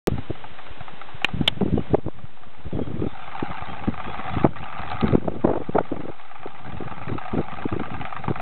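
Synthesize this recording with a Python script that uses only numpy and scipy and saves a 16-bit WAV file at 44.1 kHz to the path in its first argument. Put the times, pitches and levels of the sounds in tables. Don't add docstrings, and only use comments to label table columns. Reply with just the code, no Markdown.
import sys
import numpy as np
from scipy import signal
from scipy.fft import rfft, irfft, next_fast_len
from scipy.io import wavfile
from scipy.ndimage import map_coordinates

SR = 44100
rng = np.random.default_rng(int(sys.argv[2]) if len(sys.argv) > 2 else 0)


def store_wav(level_fs):
    pcm = np.round(np.clip(np.atleast_2d(level_fs), -1, 1) * 32767)
    wavfile.write(sys.argv[1], SR, pcm.T.astype(np.int16))


N = 370881

# time_s, turns_per_s
SPIN_SPEED = [(0.0, 3.14), (0.6, 4.53), (1.3, 5.11), (2.2, 5.23), (2.8, 6.33), (3.4, 8.65), (4.2, 10.22),
              (5.0, 10.49), (5.6, 9.1), (6.4, 8.38), (7.1, 10.1), (7.7, 9.55), (8.41, 8.34)]
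# time_s, level_db
KNOCK_STRENGTH = [(0.2, -27.5), (0.36, -32), (1.28, -27.5), (2, -40), (2.9, -37.5), (3.5, -28.5),
                  (4.3, -26), (4.5, -31.5), (4.9, -26.5), (5.25, -39), (6.3, -33.5), (7.2, -28),
                  (8.35, -20.5)]
# start_s, ring_db, tick_db
SHAFT_JOLTS = [(0.439, -29, -50), (0.586, -27.5, -52), (3.581, -25.5, -37), (3.999, -22.5, -47.5),
               (4.142, -23, -35.5), (4.557, -29.5, -44), (4.724, -28, -35), (4.787, -22, -41),
               (4.817, -26.5, -26), (4.9, -23, -23.5), (4.915, -22, -22), (5.011, -19.5, -15.5),
               (5.08, -22, -21.5), (7.081, -22.5, -34), (7.179, -23, -50), (7.253, -26, -36),
               (7.724, -25.5, -49)]
# time_s, level_db
CHATTER_LEVEL = [(0, -61), (2.3, -63), (3.05, -46.5), (3.35, -36.5), (3.78, -37.5), (3.97, -46.5),
                 (4.01, -36), (4.44, -33), (4.48, -58.5), (4.55, -56), (4.565, -39), (5.05, -33),
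                 (5.16, -38.5), (5.21, -53.5), (5.6, -45.5), (6.3, -46.5), (7.1, -40), (8.4, -40)]
# pitch_hz, width_hz, level_db
HOUSING_TONES = [(740.6, 104, 3), (862, 134, 1.5), (1183, 140, 1.5), (1314, 215, -2), (1580, 130, -6),
                 (2010, 240, -9), (2400, 380, -10), (2765, 400, -10.5), (2954, 560, -15), (3610, 550, -17),
                 (3930, 1400, -25.5)]
# start_s, length_s, level_db, fade_db, pitch_hz
WIND_GUSTS = [(0.113, 0.079, -21, 8, 157), (1.338, 0.11, -25.5, 8, 130), (1.612, 0.079, -20.5, 4, 261),
              (1.723, 0.11, -20, 11, 200), (2.726, 0.12, -26.5, -1.5, 230), (2.875, 0.14, -29, 4, 227),
              (3.013, 0.077, -22.5, 1, 275), (4.333, 0.17, -30.5, 1, 121), (5.06, 0.14, -25.5, -1, 240),
              (5.228, 0.15, -32.5, -0.5, 320), (5.462, 0.18, -19, 14, 430), (5.743, 0.078, -19, 8.5, 450),
              (5.915, 0.19, -31, 4.5, 320), (6.795, 0.05, -31.5, -3, 240), (7.068, 0.11, -30.5, -1.5, 221),
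              (7.326, 0.08, -23, -1, 290), (7.718, 0.12, -23, 7, 248), (7.91, 0.15, -33, 4, 175),
              (8.278, 0.042, -23.5, -1.5, 185)]
# start_s, length_s, level_db, pitch_hz
AIR_PUFFS = [(0.076, 0.012, -16, 263), (0.3, 0.012, -23, 280), (1.406, 0.011, -16.5, 177),
             (1.737, 0.0075, -14.5, 210), (1.776, 0.008, -19, 340), (1.933, 0.0065, -14, 240),
             (1.941, 0.011, -11.5, 430), (1.981, 0.011, -27, 278), (2.057, 0.018, -26, 210),
             (2.081, 0.0074, -25.5, 380), (2.652, 0.028, -31, 159), (2.788, 0.0081, -22.5, 380),
             (3.425, 0.0088, -21, 270), (3.875, 0.016, -18.5, 200), (4.366, 0.012, -20, 172),
             (4.444, 0.0057, -3.5, 199), (4.447, 0.0094, -11.5, 530), (4.458, 0.011, -21.5, 420),
             (5.025, 0.031, -17.5, 240), (5.125, 0.019, -17, 244), (5.149, 0.0079, -7.5, 303),
             (5.278, 0.0091, -18, 480), (5.443, 0.016, -13, 450), (5.472, 0.0088, -17, 577),
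             (5.498, 0.006, -20, 557), (5.576, 0.0045, -28, 600), (5.69, 0.0095, -23, 309),
             (5.783, 0.0095, -14.5, 720), (5.918, 0.015, -24.5, 324), (6.457, 0.01, -29.5, 400),
             (7.387, 0.0095, -18.5, 310), (7.655, 0.0086, -18.5, 255)]
# start_s, level_db
SLOW_EDDIES = [(0.707, -26.5), (0.807, -27), (0.932, -33), (1.145, -27.5), (2.238, -27.5), (4.945, -25),
               (6.692, -26.5), (6.77, -26)]
# time_s, level_db
BREEZE_LEVEL = [(0.07, -37), (0.5, -49.5), (1.2, -54), (1.38, -35), (1.92, -30), (2.04, -41), (2.42, -58.5),
                (2.78, -36.5), (3.06, -36), (3.17, -50.5), (3.8, -36.5), (4.42, -34), (4.7, -41),
                (5.15, -36.5), (5.6, -41.5), (6.25, -59.5), (6.8, -37), (8.4, -38.5)]
# frequency_hz, level_db
BREEZE_COLOUR = [(20, -23), (50, -5), (100, 1), (200, -3.5), (350, -13), (600, -14.5), (1200, -50.5),
                 (3000, -69.5)]
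# time_s, level_db, pitch_hz, rise_s, fade_60_db_s
FINGER_CLICKS = [(1.2462, 0.5, 2600, 0.00021, 0.014), (1.4776, -1, 3257, 0.00051, 0.014),
                 (1.4801, 0.5, 3150, 0.00078, 0.013)]
# pitch_multiple, level_db
CASE_TONES = [(.2, -18), (.31, -14), (.42, -14), (.56, -14), (.69, -8), (.84, -13), (.95, -3), (1.07, -4),
              (1.17, -9.5)]
# start_s, length_s, start_hz, end_hz, level_db
FAR_WHISTLES = [(1.764, .05, 3050, 2780, -55), (2.73, .045, 3330, 3290, -61),
                (2.795, 0.078, 3240, 3220, -58), (3.05, 0.1, 3570, 3530, -58),
                (3.189, 0.11, 3590, 3470, -58), (3.67, 0.08, 3150, 3250, -52.5),
                (4.048, 0.1, 3300, 3360, -53), (4.29, 0.079, 3410, 3400, -54)]
# time_s, level_db
HISS_LOUDNESS = [(0, -45.5), (1.45, -44.5), (1.52, -48.5), (1.93, -45.5), (1.99, -54.5), (2.7, -50.5),
                 (4.4, -47), (4.5, -52), (5.1, -55.5), (5.25, -52.5), (6.2, -53), (8.4, -53)]
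# frequency_hz, level_db
HISS_COLOUR = [(150, -17.5), (250, -3.5), (507, -1), (670, -2.5), (710, 1), (1020, -2), (1970, -5.5),
               (3520, -8.5), (4000, -12.5), (5200, -47.5), (8800, -120)]

START_TURNS, STRIKE_TURNS = -.247, (0, .35)


def knocks(level_db=26, scatter_db=2, scrape_fade_s=.067, soft_hz=2600, tick_hz=2600):
    force, ticks, t = np.zeros(N), np.zeros(N), np.arange(SR // 10) / SR
    turns, strength_db = shaft_turns(), curve(KNOCK_STRENGTH)
    tick_fade = np.exp(-t / .0042)

    def strike():
        scrape = .13 * rng.standard_normal(len(t)) * amp(-60 * t / scrape_fade_s)
        return 2 * (t == 0) + scrape

    for angle in STRIKE_TURNS:
        for i in np.flatnonzero(np.diff(np.floor(turns - angle))):
            blow = strike() * amp(strength_db[i] + scatter_db * rng.standard_normal())
            add(force, i / SR + .001007, blow * amp(level_db))
            add(ticks, i / SR + .001, blow * tick_fade * amp(-3))
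    for start, ring_db, tick_db in SHAFT_JOLTS:
        blow = strike()
        add(force, start + .000997, blow * amp(ring_db + level_db))
        add(ticks, start + .001, blow * tick_fade * amp(tick_db + 20))
    soft_force = filtered(force, lambda hz: 1 / (1 + 1j * hz / soft_hz))
    bright_ticks = filtered(ticks, lambda hz: (hz / np.hypot(hz, tick_hz)) ** 4)
    return housing(soft_force) + bright_ticks


def chatter(ticks_per_turn=7, grains_per_s=3000, swing_db=2, lag_turns=.06):
    turns = shaft_turns()
    tick_count = ticks_per_turn * turns + .15 * wobble(60)
    is_tick = np.diff(np.floor(tick_count), prepend=tick_count[0] // 1) > 0
    ticks = is_tick * amp(19 + 3 * np.clip(rng.standard_normal(N), -2, 1.5))
    grit = unit((rng.random(N) < grains_per_s / SR) * rng.standard_normal(N))
    rub = 1.1 * grit * np.exp(-1.2 * (tick_count % 1))
    pressure = amp(swing_db * np.cos(4 * np.pi * (turns - lag_turns) + .5 * wobble(14)))
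    return unit(housing((ticks + rub) * pressure)) * amp(curve(CHATTER_LEVEL))


def housing(force, vary_db=2.5, low_hz=520):
    ring = np.zeros(N)
    for k, (pitch, width, db) in enumerate(HOUSING_TONES):
        push = force * amp(db + vary_db * wobble(70))
        ring += (-1) ** k * filtered(push, lambda hz: resonance(hz, pitch, width))
    return signal.sosfilt(signal.butter(2, low_hz, "high", fs=SR, output="sos"), ring)


def shaft_turns():
    return START_TURNS + np.cumsum(curve(SPIN_SPEED)) / SR


def wind(limit=.65):
    pressure = puffs() + thuds() + breeze()
    return pressure / (1 + (pressure / limit) ** 6) ** (1 / 6)


def puffs(level_db=-1, swirl_slope=3.54, peak_slope=3.07, lumpy_db=2):
    out, lumps = np.zeros(N), amp(lumpy_db * wobble(170))
    air = rng.standard_normal(N)
    for start, length, db, pitch in list(AIR_PUFFS) + gust_eddies():
        def colour(hz, slope):
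            bass_cut = (hz / np.hypot(hz, .27 * pitch)) ** 2
            return bass_cut / np.sqrt(1 + (hz / (1.34 * pitch)) ** (2 * slope))

        n = int(np.clip(1.6 * length * SR, 64, SR // 4))
        here = min(round(start * SR), N - n) + np.arange(n)
        swirl = filtered(air[here], lambda hz: colour(hz, swirl_slope))
        spike = 13 * np.sign(swirl[n // 2]) * signal.unit_impulse(n, "mid")
        peak = filtered(spike, lambda hz: colour(hz, peak_slope))
        eddy = (swirl + peak) * signal.windows.tukey(n, .7) * lumps[here]
        add(out, start + length / 2 - n / SR / 2, unit(eddy) * amp(db + level_db))
    return out


def gust_eddies(gap_s=.022, eddy_s=.014, scatter_db=1.5, max_eddies=14):
    rows = []
    for start, length, db, fade_db, pitch in WIND_GUSTS:
        for k, (shift, size, tone) in enumerate(rng.standard_normal((max_eddies, 3))):
            age = k * gap_s
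            if age + gap_s / 2 < length:
                eddy_start = start + age + .2 * gap_s * shift
                eddy_db = db - fade_db * age / length + scatter_db * size
                rows.append((eddy_start, eddy_s, eddy_db, pitch * amp(1.22 * tone)))
    return rows


def thuds(typical_hz=125, width_s=.00557, level_db=-2):
    out, t = np.zeros(N), np.arange(-SR // 50, SR // 50) / SR
    shape = np.exp(-(t / width_s) ** 2)
    for start, db in SLOW_EDDIES:
        tone, phase = rng.standard_normal(2)
        pitch = typical_hz * amp(2 * tone)
        swing = np.sin(2 * np.pi * pitch * t + np.pi * phase) * shape
        add(out, start + t[0] + width_s, amp(db + level_db) * swing)
    return out


def breeze(level_db=-1, lumpy_db=6):
    rumble = noise(BREEZE_COLOUR) * amp(lumpy_db * wobble(45))
    return unit(rumble) * amp(curve(BREEZE_LEVEL) + level_db)


def clicks(tail_fade_s=.048, limit=.76):
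    out, t = np.zeros(N), np.arange(-SR // 100, SR // 25) / SR
    for time, db, pitch, rise, fade in FINGER_CLICKS:
        shape = np.exp(np.minimum(t, 0) / rise) * amp(-60 * np.maximum(t, 0) / fade)
        ring = sum(amp(level) * np.sin(2 * np.pi * ratio * pitch * t) for ratio, level in CASE_TONES)
        tail = (t > 0) * amp(-26 - 60 * np.abs(t) / tail_fade_s)
        crack = 2 * (amp(-13) * shape + tail) * rng.standard_normal(len(t))
        snap = amp(db) * (shape * ring + crack)
        add(out, time + t[0], limit * np.tanh(snap / limit))
    return out


def whistles(waver_hz=32):
    out, waver = np.zeros(N), waver_hz * wobble(200)
    for start, length, start_hz, end_hz, db in FAR_WHISTLES:
        n = int(length * SR)
        pitch = np.linspace(start_hz, end_hz, n) + waver[round(start * SR):][:n]
        tone = np.sin(2 * np.pi * np.cumsum(pitch) / SR)
        add(out, start, amp(db) * unit(np.hanning(n) ** .5 * tone))
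    return out


def hiss():
    return noise(HISS_COLOUR) * amp(curve(HISS_LOUDNESS))


def amp(db):
    return 10 ** (np.asarray(db) / 20)


def unit(x):
    return x / np.sqrt(np.mean(x ** 2) + 1e-20)


def curve(rows):
    return np.interp(np.arange(N) / SR, *np.transpose(rows))


def wobble(points_per_s):
    points = rng.standard_normal(int(N * points_per_s / SR) + 4)
    return map_coordinates(points, [np.arange(N) * points_per_s / SR])


def filtered(x, response):
    size = next_fast_len(len(x) + 4096)
    return irfft(rfft(x, size) * response(np.fft.rfftfreq(size, 1 / SR)), size)[:len(x)]


def noise(colour):
    freqs, db = np.transpose(colour)
    white = rng.standard_normal(N)
    return unit(filtered(white, lambda hz: amp(np.interp(np.log(hz + 1), np.log(freqs), db))))


def resonance(hz, pitch, width):
    return 1j * hz * width / (pitch ** 2 - hz ** 2 + 1j * hz * width)


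def add(track, start_s, sound):
    part = track[max(round(start_s * SR), 0):][:len(sound)]
    part += sound[:len(part)]


def scene():
    return (hiss() + chatter() + knocks() + wind() + clicks() + whistles())[None]


def record(dry, switch_on_s=.0724, pop_decay_s=.00016, offset=-.059, limit=.71, top_hz=16000):
    running_s = np.maximum(np.arange(N) / SR - switch_on_s, 0)
    is_on = running_s > 0
    treble_cut = lambda hz: amp(np.interp(hz, [3750, 4000, 4250, 4450, 4700], [0, -3, -13, -36, -120]))
    muffled = filtered(dry[0] * is_on, treble_cut)
    pop = .72 * is_on * np.exp(-running_s / pop_decay_s)
    off_zero = offset * (1 - np.exp(-running_s / .01))
    flattened = np.clip(muffled + pop + off_zero, -limit, limit)
    return filtered(flattened, lambda hz: 1 / np.sqrt(1 + (hz / top_hz) ** 48))[None]


dry = scene()
out = record(dry)
store_wav(out)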